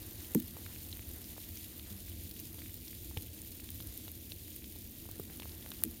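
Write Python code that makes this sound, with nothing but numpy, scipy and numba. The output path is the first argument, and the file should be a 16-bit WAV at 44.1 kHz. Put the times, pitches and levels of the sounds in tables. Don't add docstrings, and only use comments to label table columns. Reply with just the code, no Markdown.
import sys
import numpy as np
from scipy import signal
from scipy.fft import rfft, irfft
from scipy.io import wavfile
from scipy.ndimage import uniform_filter1d
from numba import njit

SR = 44100
rng = np.random.default_rng(int(sys.argv[2]) if len(sys.argv) > 2 else 0)


def dump(signal):
    limited = np.clip(np.atleast_2d(signal).T, -1, 1)
    pcm = np.round(limited * 32767).astype(np.int16)
    wavfile.write(sys.argv[1], SR, pcm)


def attenuation_scalar(level_db):
    decades = np.asarray(level_db, float) / 20
    return 10 ** decades


N = 264600

# time in seconds, level of the far wash in dB.
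GUSTS = [(0.0, -70), (1.05, -73), (1.27, -72), (1.64, -74.5), (1.94, -70.5), (2.07, -75), (2.31, -77.5),
         (2.61, -74.5), (2.81, -76), (3.48, -75.5), (3.96, -72.5), (4.36, -79.5), (5.11, -75),
         (5.25, -73.5), (5.53, -71.5), (6.0, -74)]
# frequency in Hz, density in dB per Hz.
HISS_SPECTRUM = [(760, -24), (1300, -21.5), (2230, -7), (3680, -3), (5750, -7), (7230, -4.5), (7850, -10),
                 (8710, -3), (10400, -5), (12000, 0.5), (15100, 0.5), (15600, -3)]
# frequency in Hz, density in dB per Hz.
RUMBLE_SPECTRUM = [(15, -42), (25, -7.5), (59, -0.5), (86, 3.5), (107, -2.5), (141, -11), (211, -10),
                   (267, -13), (321, -5.5), (390, -19.5), (700, -28), (910, -38), (1540, -120)]
# frequency in Hz, density in dB per Hz.
WASH_SPECTRUM = [(350, 2.5), (600, -2.5), (959, -6), (1310, -8), (2000, -3.5), (2600, -31), (4400, -120)]
# frequency in Hz, level in dB, t60 in seconds.
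CANOPY_MODES = [(93.6, -24.5, 1), (163.7, -6.5, 0.15), (214, 1, 0.13), (229.2, -5, 0.16), (248.7, -1, 0.21),
                (309.1, -4, 0.16), (345.5, -7.5, 0.15), (424.6, -3.5, 0.061), (496, -8, 0.044),
                (882, -10, 0.018)]
# start in seconds, level in dB, push length in ms.
CANOPY_BLOWS = [
    (.349, -26, 0.87),
    (.358, -36.5, 3.3),
    (1.899, -50, 2.9),
    (5.841, -46.5, 1.9),
    (5.85, -43.5, 2.6),
    (5.862, -48.5, 3.3),
]
# start in seconds, peak in dB, ring in Hz.
ICE_TICKS = [(0.063, -35, 11700), (0.3974, -29, 15400), (0.4002, -26, 15700), (0.9704, -34, 13700),
             (1.0894, -33, 14500), (1.1593, -33, 15500), (1.489, -33, 15400), (1.8961, -41, 14400),
             (2.0258, -43, 12700), (2.0961, -33, 15700), (2.3101, -36, 15500), (2.3984, -29, 14800),
             (2.741, -27, 15400), (3.095, -34.5, 11800), (3.2219, -31, 11800), (3.417, -32, 9300),
             (3.703, -26, 13900), (3.7449, -33, 12200), (3.807, -31, 14400), (3.8706, -30.5, 11500),
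             (3.9749, -28.5, 12700), (4.116, -32, 12400), (4.5042, -34, 15100), (4.5611, -33, 12800),
             (4.754, -39, 14500), (5.1123, -29, 15200), (5.1976, -30, 15400), (5.3712, -35, 10100),
             (5.7034, -31, 12100), (5.9105, -34, 11700)]
# start in seconds, peak in dB, ring in Hz.
WET_TAPS = [(0.2037, -41, 6970), (0.3481, -25, 6980), (0.6628, -40, 2030), (0.76, -42.5, 2390),
            (0.9143, -42, 5200), (0.927, -37, 3850), (0.9924, -40, 2390), (1.2416, -40, 5500),
            (1.5715, -36, 6050), (1.7948, -37.5, 3600), (2.3112, -37.5, 4350), (2.392, -38, 6050),
            (2.589, -42.5, 3540), (2.618, -42.5, 2130), (2.879, -37.5, 5400), (3.1717, -30.5, 3070),
            (3.689, -37.5, 3320), (3.8023, -38, 3530), (4.0794, -38.5, 3700), (4.3189, -34.5, 3970),
            (4.5171, -46, 3770), (4.6418, -39.5, 3400), (4.7591, -45, 4070), (5.3981, -36.5, 3500),
            (5.4203, -38, 2720), (5.4299, -38.5, 2710), (5.5178, -42, 5110), (5.6246, -44, 3430),
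            (5.7165, -33.5, 3680), (5.8361, -23, 3700)]
# start in seconds, peak in dB, ring in Hz, broad crack level in dB.
MIC_STRIKES = [(.3464, -33, 13000, -46), (.3487, -10, 12500, -22), (.349, -21, 7200, -50),
               (.3489, -25, 2100, -50), (.3493, -18, 14000, -36), (.3505, -26, 13500, -36),
               (5.8374, -20, 11500, -5), (5.8374, -17, 13600, -50), (5.8377, -22, 15400, -50),
               (5.8437, -28, 14800, -30), (5.852, -27, 9800, -32), (5.852, -42, 3000, -50)]
# frequency in Hz, density in dB per Hz.
SNAP_SPECTRUM = [(290, -54), (500, -15), (1980, -15.5), (3820, -12), (5840, -17), (8060, -12), (13400, 1.5),
                 (15600, 0), (16500, -1)]
# start in seconds, peak in dB, ring in Hz.
CLOTH_PLOPS = [(0.349, -39, 894), (0.567, -42, 790), (0.662, -44, 1750), (0.992, -58, 832),
               (1.365, -48, 649), (1.379, -41, 603), (2.545, -53, 624), (2.583, -52, 821),
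               (2.618, -57, 703), (3.111, -48, 641), (3.167, -47, 861), (3.802, -50.5, 1070),
               (4.079, -47.5, 600), (4.319, -50.5, 635), (4.759, -52.5, 689), (5.054, -49.5, 746),
               (5.089, -46.5, 700), (5.162, -53, 668), (5.198, -53, 600), (5.301, -52, 708),
               (5.398, -44.5, 910), (5.421, -45, 738), (5.455, -44, 732), (5.645, -54, 724),
               (5.661, -42.5, 1790), (5.717, -43, 1160), (5.822, -45.5, 969), (5.836, -37, 1670)]
# start in seconds, peak in dB, ring in Hz, t60 in seconds.
HEAVY_THUDS = [(3.171, -27.5, 96, 0.052), (3.167, -42, 468, 0.053), (3.17, -39, 850, 0.018),
               (5.197, -29.5, 400, .02), (5.2, -36.5, 145, 0.032), (5.199, -44, 1230, 0.0071),
               (4.079, -47, 1380, .01), (1.5, -46, 75, .15), (5.7, -46, 150, 0.036), (.385, -50, 67, 0.68),
               (.9275, -32, 4000, .012), (3.173, -36, 2400, .006), (1.9, -46, 200, 0.42),
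               (5.86, -41.5, 325, 0.13), (.352, -31, 151, 0.096)]


def level(x, db):
    return x * attenuation_scalar(db) / np.sqrt(np.mean(x ** 2))


def colour(x, spectrum):
    hz, db = np.transpose(spectrum)
    log_hz = np.log(np.arange(N // 2 + 1) * SR / N + 1)
    gain_db = np.interp(log_hz, np.log(hz), db, db[0] - 28, db[-1] - 5.0)
    cepstrum = irfft(np.log(attenuation_scalar(gain_db)), N)
    cepstrum[1:N // 2] *= 2
    cepstrum[N // 2 + 1:] = 0
    return irfft(rfft(x) * np.exp(rfft(cepstrum)), N)


@njit
def rings(start_s, hz, t60_s, size, rise):
    out = np.zeros(N + SR)
    for k in range(len(start_s)):
        first = int(start_s[k] * SR)
        turn = np.exp(2j * np.pi * hz[k] / SR - np.log(1000) / (t60_s[k] * SR))
        soften = np.exp(-1 / (rise * t60_s[k] * SR + 1e-9))
        z, lag = size[k] + 0j, 1.
        for j in range(int(t60_s[k] * SR)):
            z *= turn
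            lag *= soften
            out[first + j] += z.imag * (1 - lag)
    return out[:N]


def walk(rate_hz):
    hold = int(SR / rate_hz)
    steps = np.repeat(rng.standard_normal(N // hold + 1), hold)
    return 2.35 * uniform_filter1d(uniform_filter1d(steps, hold), hold)[:N]


def spikes(start_s, size):
    return np.bincount(np.minimum(start_s * SR, N - 1).astype(int), size, N)


def splash(blows, ms):
    keep = np.exp(-1000 / (ms * SR))
    tail = signal.lfilter([0, 1], [1, -keep], blows)
    return blows + 0.52 * tail * rng.standard_normal(N)


def sizes(u, scatter_db, most_db):
    return attenuation_scalar(np.minimum(-scatter_db * np.log(1 - u), most_db))


def shower(count, low_hz, top_hz, t60_s, scatter_db):
    u = rng.random((count, 5)).T
    size = sizes(u[2], scatter_db, most_db=8) * np.sign(u[3] - .5)
    decay_s = t60_s * (0.48 + 1.94 * u[4])
    hz = low_hz + (top_hz - low_hz) * u[1]
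    return level(rings(u[0] * N / SR, hz, decay_s, size / np.sqrt(decay_s), 0.041), 0)


def hiss(db):
    far = attenuation_scalar(0.74 * walk(30)) * rng.standard_normal(N)
    grains = attenuation_scalar(-6.5) * shower(count=7000, low_hz=900.0, top_hz=17400.0, t60_s=0.0047, scatter_db=3.5)
    u = rng.random((900, 4)).T
    spatter = splash(spikes(u[0] * N / SR, sizes(u[1], scatter_db=4.5, most_db=9.5)), ms=3.8)
    crackle = splash(spikes(u[2] * N / SR, sizes(u[3], scatter_db=6.5, most_db=16)), ms=0.87)
    bright = np.diff(crackle, prepend=0)
    mix = far + grains + level(spatter, -4.5) + level(bright, -5.5)
    return level(colour(mix, HISS_SPECTRUM), 0.72) * attenuation_scalar(db)


def drone():
    hz, t60_s = np.array([92.2]), np.array([0.26])
    ring = rings(np.zeros(1), hz, t60_s, np.ones(1), 0.037)[:SR // 2]
    return level(signal.fftconvolve(rng.standard_normal(N), ring)[:N], -10.5)


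def distance(rumble_db, wash_db):
    rumble = level(colour(rng.standard_normal(N), RUMBLE_SPECTRUM), 1.6) + drone()
    rumble = rumble * attenuation_scalar(rumble_db + 0.61 * walk(9))
    wash = level(colour(rng.standard_normal(N), WASH_SPECTRUM), 2.5)
    return rumble + wash * attenuation_scalar(wash_db + 1.3 * walk(35))


def canopy():
    push = level(shower(count=1500, low_hz=60., top_hz=494.0, t60_s=0.003, scatter_db=2.0), -63.5)
    for start_s, db, ms in CANOPY_BLOWS:
        first = int(start_s * SR)
        shape = np.hanning(int(ms * SR / 1000))
        push[first:first + len(shape)] -= attenuation_scalar(db + 43.5) * shape / shape.sum()
    hz, db, t60_s = np.transpose(CANOPY_MODES)
    sides = (-1.) ** np.arange(len(hz))
    modes = rings(0 * hz, hz, t60_s, sides * attenuation_scalar(db - 38.5), 0.037)[:SR // 2]
    return signal.fftconvolve(push, modes)[:N]


def stray(table, count, db, scatter_db, low_hz, top_hz):
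    u = rng.random((count, 3)).T
    hz = low_hz * (top_hz / low_hz) ** u[2]
    return list(table) + list(zip(u[0] * N / SR, db + scatter_db * (u[1] - .5), hz))


def struck(table, t60_s, cycles, ring_db, crack_db):
    delay_s = .0012
    strike_s = np.array(MIC_STRIKES)[:, 0]
    clear = [row for row in table if np.abs(row[0] + delay_s - strike_s).min() > .001]
    start_s, db, hz = np.transpose(clear)
    start_s = start_s + delay_s
    ring = rings(start_s, hz, t60_s + cycles / hz, attenuation_scalar(db + ring_db), 0.019)
    return ring, spikes(start_s, attenuation_scalar(db + crack_db))


def echo(x, ms, db):
    return x + attenuation_scalar(db) * np.roll(x, int(ms * SR / 1000))


def ticks():
    hits = stray(ICE_TICKS, count=115, db=-39.5, scatter_db=1.5, low_hz=11500, top_hz=15700)
    ring, blows = struck(hits, t60_s=0.0014, cycles=8.5, ring_db=4.5, crack_db=-3.5)
    crack = np.diff(splash(blows, ms=1.5), prepend=0)
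    return echo(ring, ms=.48, db=-14) + colour(crack, HISS_SPECTRUM)


def taps():
    hits = stray(WET_TAPS, count=40, db=-46.5, scatter_db=6.5, low_hz=2030, top_hz=7700)
    ring, blows = struck(hits, t60_s=0.0014, cycles=6.0, ring_db=5.5, crack_db=7.5)
    wet = signal.lfilter([.4], [1, -.6], splash(blows, ms=3.0))
    return ring + colour(wet, HISS_SPECTRUM)


def strikes():
    start_s, db, hz, crack_db = np.transpose(MIC_STRIKES)
    ring = rings(start_s, hz, .0014 + 0 * start_s, attenuation_scalar(db + 7), .12)
    snap = colour(spikes(start_s + .0001, attenuation_scalar(crack_db)), SNAP_SPECTRUM)
    return echo(ring + attenuation_scalar(8.5) * snap, ms=.48, db=-14)


def plops():
    hits = stray(CLOTH_PLOPS, count=10, db=-59.5, scatter_db=4, low_hz=620, top_hz=900)
    ring, blows = struck(hits, t60_s=0.00059, cycles=1.97, ring_db=10.5, crack_db=6)
    return ring + signal.lfilter([.2], [1, -.8], splash(blows, ms=1.5))


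def thuds():
    start_s, db, hz, t60_s = np.transpose(HEAVY_THUDS)
    return -rings(start_s, hz, t60_s, attenuation_scalar(db + 1.5), 0.024)


def scene():
    t_s = np.arange(N) / SR
    gust_db = np.interp(t_s, *np.transpose(GUSTS))
    gust_db = gust_db - gust_db.mean()
    sleet = hiss(-51 + 0.077 * gust_db - 0.2544 * t_s)
    far = distance(rumble_db=-52.5 + 0.17 * gust_db, wash_db=-72 + 1.35 * gust_db)
    near = ticks() + taps() + strikes() + plops() + thuds()
    return (sleet + far + canopy() + near)[None]


def roll_off(x):
    return signal.sosfilt(signal.butter(12, 17110, fs=SR, output="sos"), x)


def record(dry):
    low_hz, top_hz = 32.2, 15950
    x = signal.sosfilt(signal.butter(2, low_hz, "high", fs=SR, output="sos"), dry)
    x = signal.sosfiltfilt(signal.ellip(6, .2, 24, top_hz, fs=SR, output="sos"), x)
    return roll_off(x)


dry = scene()
out = record(dry)
dump(out)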